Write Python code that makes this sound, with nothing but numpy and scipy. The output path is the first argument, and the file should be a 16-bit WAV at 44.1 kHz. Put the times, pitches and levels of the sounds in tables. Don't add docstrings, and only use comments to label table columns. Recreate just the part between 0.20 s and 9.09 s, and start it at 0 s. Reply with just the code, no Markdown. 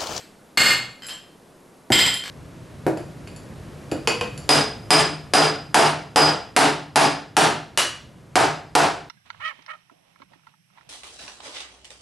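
import sys
import numpy as np
from scipy import signal
from scipy.fft import rfft, irfft
from scipy.io import wavfile
from scipy.ndimage import uniform_filter1d

SR = 44100
rng = np.random.default_rng(int(sys.argv[2]) if len(sys.argv) > 2 else 0)


def digitize_waveform(pressure):
    field = np.atleast_2d(pressure).T
    bounded = np.clip(field, -1, 1)
    quanta = np.round(bounded * 32767).astype(np.int16)
    wavfile.write(sys.argv[1], SR, quanta)


N = 392049
T = np.arange(24576) / SR
HZ = np.fft.rfftfreq(2 * len(T), 1 / SR)
CUT_S = 2.1

# start in seconds, levels in dB of the clack,
# the pile's ring and the loose shard's ring, then seconds between contacts.
TUMBLES = [(0.001, -43, -68, -72, .004), (0.3731, -7.5, -5.5, -45, 0.044), (0.821, -39, -60, -38.5, .012),
           (0.866, -50, -63, -37.5, 0.0011), (0.886, -34.5, -71, -33, .007), (1.72, -9.5, -16, -9, .07),
           (1.939, -36, -46, -32, .001), (2.038, -30.5, -53, -46, .02)]
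# start in seconds, level in dB, pitch in Hz.
KNOCKS = [(1.703, -21.5, 432), (1.713, -26, 185), (2.666, -18, 419), (2.772, -31, 450), (3.719, -24.5, 399),
          (3.875, -24, 587)]
# start in seconds, level in dB, ring brightness in dB per octave.
TAPS = [(2.774, -47, 2), (3.074, -46, -0.5), (3.162, -49.5, 8), (3.715, -36.5, 0), (3.8738, -17.5, -2),
        (4.011, -25, -6.5), (4.177, -43, 7.5)]
# start in seconds, force in dB, and the chisel ring
# that the grip lets through, in dB against that force.
BLOWS = [(4.2918, -5, -2), (4.7056, -2, -4), (5.1364, -1, -7), (5.544, 1, -15.5), (5.9597, 0, -5.5),
         (6.3642, -2, -21), (6.7585, -2.5, -17.5), (7.1674, -2.5, -26), (8.156, -5, -18), (8.552, -4, -26)]
# time in seconds, 0 for loose to 1 for tight.
WEDGE = [(4.7, 0.12), (5.5, 0.64), (7.2, 0.51), (8.15, 0.82)]

# pitch in Hz, relative level in dB, t60 in seconds.
PILE_MODES = [(1830, -7, 0.074), (2113, 4, 0.063), (2390, -5, .04), (2896, 0.5, 0.019), (4360, 0, 0.029),
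              (4430, -7.5, 0.089), (5050, -5.5, 0.05), (7300, -7, 0.043), (7750, -15.5, 0.064),
              (8570, -13.5, 0.07), (9360, -14, .025), (11810, -21, 0.11)]
SHARD_MODES = [(3135, 10.5, 0.041), (4120, 0.5, 0.12), (5010, 5, 0.055), (7390, -1.5, 0.021),
               (7600, -1, 0.058), (10140, -13, .08), (10890, -12, 0.05)]
LOOSE_CHISEL_MODES = [(494, -9.5, 0.23), (1064, -7.5, 0.053), (2540, 2.5, 0.032), (2774, 1.5, 0.0077),
                      (4510, 3, 0.022), (4880, -5.5, 0.41), (7140, -1, 0.04), (10150, -7.5, 0.09)]
COUNTER_MODES = [(580, -9, 0.087), (650, -11.5, 0.33), (693, 5, 0.31), (737, -10, 0.22), (773, -2, 0.041),
                 (886, 3.5, 0.24), (898, 3, 0.17), (929, 7.5, 0.092), (1063, -6, 0.29), (1250, -3.5, 0.038),
                 (1352, 0.5, 0.42)]
CABINET_MODES = [(153, -3.5, 0.35), (293.4, 2, 0.14), (378.4, -8.5, 0.31), (431.5, 0, 0.28)]
CHISEL_MAIN_MODES = [(4953, -3, 0.17), (4980, -9.5, 0.16)]
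CHISEL_UPPER_MODES = [(7660, 3, 0.074), (8990, 5.5, 0.11), (9180, 6, 0.079), (10580, -4, .04)]
LAID_TILE_MODES = [(1512, -3.5, 0.072), (2905, -0.5, 0.061), (4700, 0, 0.0099)]
# multiple of the knock's pitch, relative level in dB, t60 in seconds.
WOOD_MODES = [(0.779, 6, 0.098), (1.55, -7, 0.035)]

# frequency in Hz, relative level in dB.
CLACK_EQ = [(30, -21), (140, -1.5), (400, -5.5), (900, -6.5), (1600, -0.5), (2600, -2.5), (3600, -6),
            (4400, -4.5), (6100, -15), (8000, -8.5), (10000, -27), (12000, -17.5)]
CRACK_EQ = [(30, -38), (70, -12.5), (150, -7), (400, 0.5), (900, 0.5), (1450, 1), (2100, -3.5), (2900, -3),
            (3700, -6.5), (4500, -6), (5900, -8), (6600, -10.5), (7800, -10.5), (9600, -13), (11000, -11.5),
            (12500, -29.5)]
BOOM_EQ = [(30, -97), (120, -20), (255, -26.5), (370, -5), (520, -6), (730, 4), (1050, -7), (1500, -7.5),
           (2500, -21.5), (6000, -43.5)]
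TOSSING_TONE_EQ = [(25, -19), (60, -19), (190, -8.5), (450, -11), (1100, -19.5), (2500, -28.5),
                   (6000, -32.5), (12000, -33)]
CHISELLING_TONE_EQ = [(15, -50), (25, -26), (48, -10), (145, 0), (183, -7), (331, -11.5), (440, -15.5),
                      (600, -16.5), (883, -24), (954, -21.5), (3130, -33), (12000, -41.5), (15600, -62),
                      (22000, -120)]
# multiple of its pitch, relative level in dB.
KNOCK_EQ = [(.1, -27), (.35, -1), (.8, -6.5), (1.15, -2), (1.7, -2.5), (2.5, -20), (3.7, -17), (8, -38),
            (25, -37)]
# time in seconds, level in dB.
TONE_FADER = [(2.1, -41.5), (4.2, -37.5), (5.5, -43.5), (7.0, -48.5), (8.0, -46.5), (8.9, -48.5)]
# frequency in Hz, t60 in seconds at a room size of 1.
KITCHEN_DECAY = [(100, 0.79), (300, 0.43), (800, 0.45), (2000, 0.47), (4000, 0.47), (7000, 0.4),
                 (11000, 0.31)]
# frequency in Hz, side level against mid in dB.
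WIDTH = [(60, -21), (140, -16), (300, -12), (600, -9), (2900, -9), (3800, -28), (12000, -34)]


def gain_of(db):
    return 10 ** (np.asarray(db) / 20)


def curve_at(points, hz):
    point_hz, value = np.transpose(points)
    return np.interp(np.log(hz + 1e-6), np.log(point_hz), value)


def add(mix, start_s, sound):
    part = mix[:, max(round(start_s * SR), 0):][:, :sound.shape[1]]
    part += sound[:, :part.shape[1]]


def normalise(hit):
    return hit / np.sqrt(np.sum(hit[0] ** 2) / (.03 * SR))


def minimum_phase(db):
    cepstrum = irfft(np.log(gain_of(db)))
    cepstrum[1:len(T)] *= 2
    cepstrum[len(T) + 1:] = 0
    return np.exp(rfft(cepstrum))


def kitchen(wet_db, size=0.94, build_s=0.0023):
    density = np.clip(.06 + T / .08, 0, 1)
    echoes = rng.standard_normal((2, len(T))) * (rng.random((2, len(T))) < density) / np.sqrt(density)
    hz, t, bands = signal.stft(echoes, SR, nperseg=256)
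    bands *= gain_of(-60 * t / (size * curve_at(KITCHEN_DECAY, hz)[:, None]))
    bands[1] *= gain_of(curve_at(WIDTH, hz))[:, None]
    response = signal.istft(bands, SR, nperseg=256)[1][:, :len(T)] * (1 - np.exp(-T / build_s))
    response *= gain_of(wet_db) / np.linalg.norm(response[0])
    response[0, 0] += 1
    return rfft(response, 2 * len(T))


def through_room(spectrum, room):
    return normalise(irfft(spectrum * room)[:, :len(T)])


def chatter(chatter_s):
    age = np.minimum(T / max(chatter_s, .002), 8)
    noise = rfft(rng.standard_normal(len(T)) * gain_of(-60 * age), 2 * len(T))
    whitened = irfft(noise / abs(noise))
    fade = gain_of(-20 * age)
    return rfft(whitened * np.concatenate([fade, fade[::-1]]))


def burst(eq, chatter_s, room, tilt_db=0):
    tilted_eq = [(hz, db + tilt_db * np.log2(hz)) for hz, db in eq]
    return through_room(chatter(chatter_s) * minimum_phase(curve_at(tilted_eq, HZ)), room)


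def resonance(hz, t60):
    s = 1j * HZ / hz
    damping = np.log(1000) / (np.pi * hz * t60)
    return s * s / ((s * (s + damping) + 1) * (s + .5) * (s + 2))


def ring(modes, room, tilt_db=0):
    spectrum, room_gain = 0, abs(room[0])
    for hz, db, t60 in modes:
        shape = resonance(hz, t60)
        strength = gain_of(db + tilt_db * np.log2(hz))
        spectrum += shape * strength / np.linalg.norm(shape * room_gain)
    return through_room(spectrum, room)


def tumble(gap_s, contacts=4, settle_s=.21, settle_db=-20):
    spectrum = 0
    for delay_s in gap_s * np.arange(contacts):
        strength = gain_of(settle_db * (delay_s / settle_s) ** 2)
        spectrum += strength * np.exp(-2j * np.pi * HZ * delay_s) * chatter(1.44 * gap_s)
    return spectrum


def tossed_tiles(tick_s=0.0028):
    out = np.zeros((2, N))
    for start_s, clack_db, pile_db, shard_db, gap_s in TUMBLES:
        bounces = kitchen(wet_db=1.5, size=.98) * tumble(gap_s)
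        tilt_db = 1.1 + 21 * np.exp(-(gap_s / tick_s) ** 2)
        clack = burst(CLACK_EQ, chatter_s=0.009, room=bounces, tilt_db=tilt_db)
        add(out, start_s, gain_of(clack_db) * clack)
        add(out, start_s, gain_of(pile_db) * ring(PILE_MODES, bounces, tilt_db))
        add(out, start_s, gain_of(shard_db) * ring(SHARD_MODES, bounces, tilt_db))
    return out


def room_tone(eq):
    hz = np.fft.rfftfreq(N, 1 / SR)
    spectrum = rfft(rng.standard_normal((2, N))) * gain_of(curve_at(eq, hz))
    spectrum[1] *= gain_of(curve_at(WIDTH, hz))
    tone = irfft(spectrum, N)
    return tone / tone[0].std()


def wood_knocks():
    out = np.zeros((2, N))
    for start_s, db, hz in KNOCKS:
        room = kitchen(wet_db=0, size=.8)
        thud = burst([(ratio * hz, level) for ratio, level in KNOCK_EQ], chatter_s=0.046, room=room)
        hollow = ring([(ratio * hz, level, t60) for ratio, level, t60 in WOOD_MODES], room)
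        add(out, start_s, gain_of(db) * (thud + gain_of(-1) * hollow))
    return out


def chisel_taps():
    out = np.zeros((2, N))
    for start_s, db, tilt_db in TAPS:
        room = kitchen(wet_db=-0.5, size=.85)
        click = burst(CRACK_EQ, chatter_s=0.053, room=room, tilt_db=tilt_db / 2)
        clink = ring(LOOSE_CHISEL_MODES, room, tilt_db)
        add(out, start_s, gain_of(db) * (gain_of(-2) * click + clink))
    return out


def hammer_blows():
    out = np.zeros((2, N))
    counter_room = kitchen(wet_db=8, build_s=0.0042)
    for start_s, force_db, ring_db in BLOWS:
        room = kitchen(wet_db=2.5, build_s=0.0034)
        thump = burst(BOOM_EQ, chatter_s=0.059, room=counter_room)
        boom = normalise(thump + gain_of(-11) * ring(COUNTER_MODES, counter_room))
        crack = burst(CRACK_EQ, chatter_s=0.031, room=room)
        tightness = np.interp(start_s, *np.transpose(WEDGE))
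        blow = (gain_of(-0.54 - 3.5 * tightness) * crack
                + gain_of(-5.5 + 6.5 * tightness) * boom
                + gain_of(-7 - 7.5 * tightness) * ring(CABINET_MODES, room)
                + gain_of(ring_db) * ring(CHISEL_MAIN_MODES, room)
                + gain_of(-11 - 11.5 * tightness) * ring(CHISEL_UPPER_MODES, room))
        add(out, start_s, gain_of(force_db) * blow)
    return out


def glancing_blow(start_s=7.5749):
    out = np.zeros((2, N))
    room = kitchen(wet_db=3, build_s=0.0041)
    crack = burst(CRACK_EQ, chatter_s=0.029, room=room, tilt_db=1.5)
    tile = ring(LAID_TILE_MODES, room)
    chisel = ring(CHISEL_MAIN_MODES, room) + ring(CHISEL_UPPER_MODES, room)
    add(out, start_s, gain_of(-14) * crack + gain_of(-20) * tile + gain_of(-30) * chisel)
    return out


def scene():
    t = np.arange(N) / SR
    tossing = tossed_tiles() + gain_of(-51) * room_tone(TOSSING_TONE_EQ)
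    bed = gain_of(np.interp(t, *np.transpose(TONE_FADER))) * room_tone(CHISELLING_TONE_EQ)
    chiselling = hammer_blows() + glancing_blow() + chisel_taps() + bed
    mid, side = np.where(t < CUT_S, tossing, chiselling) + wood_knocks()
    return np.array([mid + side, mid - side])


def limiter(mix, ceiling_db, release_db_per_s, slope):
    power_db = 10 * np.log10(abs(uniform_filter1d((mix ** 2).mean(0), size=130)) + 1e-12)
    release_db = np.arange(N) * release_db_per_s / SR
    envelope_db = np.maximum.accumulate(power_db + release_db) - release_db
    over_db = np.maximum(envelope_db - ceiling_db, 0)
    return mix / gain_of(slope * uniform_filter1d(over_db, size=40))


def record(dry, clip_level=.85, lowpass_hz=12300):
    held = limiter(dry, ceiling_db=-13.5, release_db_per_s=191, slope=0.82)
    rounded = held / (1 + (held / clip_level) ** 6) ** (1 / 6)
    lowpass = signal.firwin(255, lowpass_hz, window=("kaiser", 8), fs=SR)
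    return signal.oaconvolve(rounded, lowpass[None], "same")


dry = scene()
out = record(dry)
digitize_waveform(out)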